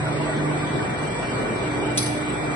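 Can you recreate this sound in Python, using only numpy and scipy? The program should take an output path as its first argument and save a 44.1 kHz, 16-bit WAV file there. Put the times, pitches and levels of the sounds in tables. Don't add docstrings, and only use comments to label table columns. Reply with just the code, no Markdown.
import sys
import numpy as np
from scipy import signal
from scipy.fft import rfft, irfft, next_fast_len
from scipy.io import wavfile
from scipy.ndimage import uniform_filter1d, map_coordinates

SR = 44100
rng = np.random.default_rng(int(sys.argv[2]) if len(sys.argv) > 2 else 0)


def master(y):
    cut = np.clip(np.atleast_2d(y).T, -1, 1)
    pcm = np.round(cut * 32767)
    wavfile.write(sys.argv[1], SR, pcm.astype(np.int16))


def gain_from_db(level_db):
    decades = np.asarray(level_db, float) / 20
    return 10 ** decades


N = 112455
TOP_HZ = 12560
SIDES = np.array([[.5], [-.5]])


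def unit(x):
    return x / np.sqrt(np.mean(x ** 2) + 1e-20)


def along(points, hz):
    f, v = np.transpose(points)
    return np.interp(np.log(hz + 1), np.log(f + 1), v)


def wobble(rate):
    knots = rng.standard_normal(int(N * rate / SR) + 4)
    return map_coordinates(knots, [np.arange(N) * rate / SR])


def filtered(x, response):
    m = next_fast_len(x.shape[-1] + SR // 4)
    spectrum = rfft(x, m) * response(np.fft.rfftfreq(m, 1 / SR))
    return irfft(spectrum, m)[..., :x.shape[-1]]


def tone(hz, db, lead, drift, pan_db=0):
    phase = 2 * np.pi * hz * np.arange(N) / SR + drift * wobble(4.81) + 2 * np.pi * rng.random()
    return np.sqrt(2) * gain_from_db(db + SIDES * pan_db) * np.sin(phase + SIDES * lead)


def motors():
    t = np.arange(N) / SR
    # time in seconds, levels of third-order hum, sixth-order hum, pump and gear whine in dB.
    tones = [(0, -28, -39, -32, -60), (.15, -31, -34, -37, -48.5), (.3, -33.5, -34.5, -52, -59),
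             (.45, -27, -30.5, -41, -46), (.6, -32, -34.5, -40, -45), (.75, -35.5, -36.5, -34.5, -42),
             (.9, -37, -43, -39, -44.5), (1.05, -36, -42, -48, -40.5), (1.4, -46, -46, -38.5, -41.5),
             (1.6, -43, -38, -42, -41.5), (1.72, -40, -31, -38.5, -42), (1.9, -45, -33, -35, -39.5),
             (2.05, -41, -31, -33.5, -43), (2.3, -38, -33, -43, -42), (2.55, -35.5, -38, -36.5, -39.5)]
    tone_hz = [
        149.7,
        299.8,
        125,
        2346.6,
    ]
    tone_lead = [-.45, -.15, -.15, .2]
    # level of left over right, in dB.
    tone_pan_db = [-2.5, -4.5, -2.5, 2]
    tone_drift = [0.36, 0.08, 0.79, 0.5]
    s, *levels = np.transpose(tones)
    out = np.zeros((2, N))
    for hz, db, lead, drift, pan_db in zip(tone_hz, levels, tone_lead, tone_drift, tone_pan_db):
        out += tone(hz, np.interp(t, s, db), lead, drift, pan_db)

    # time in seconds, level in dB.
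    duct = [
        (0, -42.5),
        (.5, -41),
        (.62, -39),
        (.9, -38.5),
        (1.1, -41),
        (1.25, -50),
        (1.85, -60),
        (1.95, -44),
        (2.35, -45),
        (2.55, -41),
    ]
    out += tone(739, np.interp(t, *np.transpose(duct)), lead=2.1, drift=0.72)

    # pitch of the mains hum, a far shaft, or a sideband 100 Hz below the gear whine, in Hz.
    faint_hz = [100, 732, 827, 1496, 2246.2]
    # level in dB, phase by which left leads in radians.
    faint = [(-46.5, -0.6), (-59, 1), (-57, 0), (-51, 2.5), (-45.5, 10)]
    for hz, (db, lead) in zip(faint_hz, faint):
        out += tone(hz, db + 1.6 * wobble(1.5), lead, drift=3.14)
    return out


def inverter():
    carrier_hz, carrier_lead, shaft_hz = 8000, 1.7, 23.5
    t = np.arange(N) / SR
    # time in seconds, carrier level in dB, depth of the shaft beat from 0 to 1.
    sing = [(0, -47, 0.4), (.2, -49.5, 0.1), (.3, -44, 0.4), (.42, -50, 0.6), (.6, -44.5, 0.65),
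            (.72, -48, 0.2), (.8, -49, 0.2), (.9, -50.5, 0.7), (1.0, -46, 1), (1.2, -46.5, 0.36),
            (1.4, -47.5, 0), (1.7, -47, 0), (1.85, -47.5, 1), (2.1, -46.5, .6), (2.33, -44, 0.3),
            (2.55, -46.5, .7)]
    # offset from the carrier in Hz, level relative to the carrier in dB.
    sidebands = [(-47, -15), (-23.5, -9), (23.5, -13), (47, -16), (188, -17), (214, -15), (-214, -24),
                 (306, -20), (931, -16)]
    s, level_db, depth = np.transpose(sing)
    level_db = np.interp(t, s, level_db)
    depth = np.interp(t, s, depth)
    turn = 2 * np.pi * shaft_hz * t + 1.03 * wobble(5.47)
    carrier = tone(carrier_hz, level_db + 2 * wobble(20), carrier_lead, drift=1.1)
    out = (1 + depth * np.cos(turn)) * carrier
    for hz, db in sidebands:
        out += tone(carrier_hz + hz, level_db + db + 3 * wobble(9), carrier_lead, drift=1.2)
    return out


def cutter():
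    # time in seconds, level in dB, favoured mode in Hz.
    contacts = [(1.9725, -32, 9860), (1.9738, -12, 3450), (1.978, -10.5, 3450), (1.982, -12, 3950),
                (1.9861, -14, 4865), (1.99, -25.5, 4780), (2, -35, 4865), (2.014, -32, 3970),
                (2.016, -25, 9900), (2.027, -20.5, 9860), (2.036, -25.5, 9860), (2.059, -23.5, 9860),
                (2.063, -22, 4000), (2.07, -26.5, 8600), (2.115, -42, 4000)]
    # pitch of a mode of the steel, in Hz.
    steel_hz = [3450, 3950, 4330, 4865, 5670, 6160, 8600, 9860, 10400, 10630, 11300]
    # level in dB, 60 dB decay time in seconds, phase by which left leads in radians.
    steel = [(-8.5, 0.017, 0), (-5, 0.029, 1.2), (-6, 0.051, 3.6), (-7, 0.057, 1.5), (-12, 0.031, -3),
             (-2, 0.052, -2), (-5.5, 0.046, 1.5), (1, 0.042, -5), (1, 0.022, -4.5), (-6, 0.026, 4.5),
             (-17, 0.031, 7)]
    # frequency in Hz, level of the crack in dB.
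    crack_db = [(1500, -27), (2800, -3.5), (5000, 1), (7200, -13), (8300, -0.5), (10700, -1), (11700, -11),
                (12400, -46)]
    favour_db, favour_width = 9, .07
    detune, bite_s, crack_t60 = .005, .0008, 0.053
    out = np.zeros((2, 2, N + SR))
    t = np.arange(SR // 4) / SR
    for s, db, favoured_hz in contacts:
        ring = np.zeros((2, len(t)))
        for hz, (level, t60, lead) in zip(steel_hz, steel):
            lift_db = favour_db * np.exp(-(np.log(hz / favoured_hz) / favour_width) ** 2)
            decay = gain_from_db(level + lift_db + rng.normal(0, 2.0) - 60 * t / t60)
            turns = hz * rng.normal(1, detune) * t + rng.random()
            ring += decay * np.sin(2 * np.pi * turns + SIDES * lead)
        burst = gain_from_db(-60 * t / crack_t60) * rng.standard_normal((2, len(t)))
        crack = filtered(burst, lambda hz: gain_from_db(along(crack_db, hz)))
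        bite = gain_from_db(db) * (1 - np.exp(-t / bite_s))
        out[..., round(s * SR):][..., :len(t)] += bite * np.array([gain_from_db(-10) * ring, gain_from_db(-3.5) * crack])
    return out[..., :N]


def hall(x):
    delay_s = .012
    # frequency in Hz, 60 dB decay time in seconds.
    decay = [(2000, 0.99), (5000, 0.54), (8000, 0.75), (11000, 0.61)]
    hz, t, z = signal.stft(rng.standard_normal((2, SR)), SR, nperseg=256)
    tail = signal.istft(z * gain_from_db(-60 * t / along(decay, hz)[:, None]), SR, nperseg=256)[1]
    late = np.pad(x, ((0, 0), (round(delay_s * SR), 0)))
    return signal.fftconvolve(late, tail / np.linalg.norm(tail[0]), axes=1)[:, :N]


def clanks():
    # time in seconds, pitch in Hz, level in dB, length in seconds.
    knocks = [(0.061, 640, -31, 0.043), (0.068, 1452, -34, 0.028), (.21, 645, -32, .025),
              (0.215, 976, -33, 0.023), (0.277, 1162, -39, 0.037), (0.284, 1940, -40, 0.023),
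              (0.297, 645, -29, 0.026), (.311, 1464, -38.5, 0.036), (0.331, 1906, -37.5, 0.023),
              (0.395, 1520, -32.5, 0.016), (0.462, 1173, -33.5, .02), (0.634, 1525, -38.5, 0.035),
              (0.637, 1185, -31, .02), (0.682, 990, -33, 0.037), (0.796, 1808, -33.5, .01),
              (0.809, 1510, -33.5, 0.017), (1.18, 943, -36, 0.039), (1.656, 640, -34, 0.048),
              (1.834, 910, -38, .02), (1.884, 875, -33, 0.026), (2.03, 2196, -31.5, 0.0074),
              (2.117, 740, -35, 0.024), (2.188, 600, -32.5, 0.076), (2.357, 874, -37.5, 0.021)]
    lead_scatter = 0.75
    t = np.arange(N) / SR
    out = np.zeros((2, N))
    for s, hz, db, length in knocks:
        turn, way = rng.standard_normal(2)
        swell = np.sqrt(2) * gain_from_db(db) * np.exp(-(2 * (t - s) / length) ** 2)
        out += swell * np.sin(2 * np.pi * hz * t + 2 * turn + lead_scatter * way * SIDES)
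    return out


def rush(spectrum, alike, patchy_db):
    z = signal.stft(rng.standard_normal((2, N)), nperseg=512)[2]
    field = uniform_filter1d(rng.standard_normal(z.shape[1:]), size=5, axis=0)
    field = uniform_filter1d(field, size=12, axis=1)
    pair = signal.istft(z * gain_from_db(patchy_db * unit(field)), nperseg=512)[1][:, :N]

    def mid_side_response(hz):
        turn = np.arccos(np.clip(along(alike, hz), -1, 1)) / 2
        return gain_from_db(along(spectrum, hz)) * [np.cos(turn), np.sin(turn)]

    mid, side = filtered(pair, mid_side_response)
    return np.array([mid + side, mid - side]) / np.sqrt(np.mean(mid ** 2))


def casings(hz):
    # centre in Hz, width in Hz.
    bands = [(402, 14), (640, 45), (732, 18), (865, 35), (985, 25), (1150, 30), (1248, 14), (1355, 14),
             (1490, 40), (1900, 70), (2010, 25)]
    bumps = sum(np.exp(-((hz - c) / w) ** 2) for c, w in bands)
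    return gain_from_db(3.5 * (bumps - 0.3356))


def air():
    # frequency in Hz, spectral level in dB per Hz; likewise for the hiss and the rumble.
    roar_db = [(88, -45), (98, -3.5), (135, -1), (210, -2), (370, -1.5), (800, -8.5), (2330, -14.5),
               (2450, -13.5)]
    hiss_db = [(2350, -39), (2440, 5), (3500, 0), (5000, -6.5), (6300, -10), (8000, -7.5), (10000, -13.5),
               (12000, -15)]
    rumble_db = [(13, -46), (22, -27), (30, -13), (47, -8.5), (59, 0), (76, -7.5), (92, -4), (120, -43),
                 (200, -120)]
    # frequency in Hz, left-right likeness from -1 to 1.
    alike = [(40, .997), (65, .96), (130, .87), (270, .68), (580, .26), (1240, .02), (2600, -.05)]
    roar = rush([(60, -120), *roar_db, (2650, -120)], alike, patchy_db=1.3)
    roar = gain_from_db(-27.4 + .3 * wobble(3.72) - 0.04 * SIDES) * filtered(roar, casings)
    hiss = rush([*hiss_db, (TOP_HZ, -120)], [(3000, -.05)], patchy_db=2.0)
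    hiss = gain_from_db(-42.5 + 0.2 * wobble(17.0)) * hiss
    return roar + hiss + gain_from_db(-44.5) * rush(rumble_db, alike, patchy_db=-1.0)


def scene():
    ring, crack = cutter()
    answer = gain_from_db(-0.1) * hall(crack + gain_from_db(-8) * ring)
    return air() + motors() + inverter() + clanks() + ring + crack + answer


def discard(pair):
    follow, scatter_db, blow_db = .72, 4.2, 17
    offset = 880
    # lower edge in Hz, mid threshold in dB, side threshold in dB, over the local level.
    thresholds = [(0, -30, -30), (1000, -9.5, -12), (1450, -7.5, -11), (1900, -6, -10), (2430, 2, -7),
                  (3400, -2.5, -2.5), (4400, -2, 3.5), (5400, 0, -1), (6150, 5, -1.5), (6500, 12.5, -1.5),
                  (7600, -1, -1.5), (7820, -14, -6), (8190, -2, -1.5), (8300, 0, 5), (8600, .5, 15),
                  (10250, 3, 1), (10700, 8, .5), (11050, 20, 0), (11800, 20, 8), (12150, 20, 20)]
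    padded = np.pad(pair, ((0, 0), (offset, 0)))
    hz, _, z = signal.stft(padded, SR, window="cosine", nperseg=2048)
    local = np.log(uniform_filter1d(np.abs(z) ** 2, size=15, axis=1) + 1e-20) / 2
    usual = np.median(local, axis=2, keepdims=True)
    rise = local - usual

    start, *limit_db = np.transpose(thresholds)
    limit_db = np.array(limit_db)[:, np.searchsorted(start, hz, "right") - 1, None]
    chance = rng.standard_normal((2, len(hz) // 14 + 1, z.shape[2]))
    chance = unit(uniform_filter1d(chance, size=2))
    limit_db = limit_db + scatter_db * np.repeat(chance, 14, axis=1)[:, :len(hz)]

    treble = (hz > 3000) & (hz < TOP_HZ)
    blow = rise[:, treble].mean(axis=(0, 1)) > np.log(gain_from_db(blow_db))
    keep = blow | (np.abs(z) > gain_from_db(limit_db) * np.exp(usual + follow * rise))
    return signal.istft(z * keep, SR, window="cosine", nperseg=2048)[1][:, offset:offset + N]


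def low_pass(x):
    return signal.sosfilt(signal.butter(12, 12560, fs=SR, output="sos"), x)


def record(dry):
    left, right = dry
    mid_side = np.array([left + right, left - right]) / 2
    mid, side = discard(filtered(mid_side, lambda hz: hz < TOP_HZ))
    return low_pass(np.array([mid + side, mid - side]))


dry = scene()
out = record(dry)
master(out)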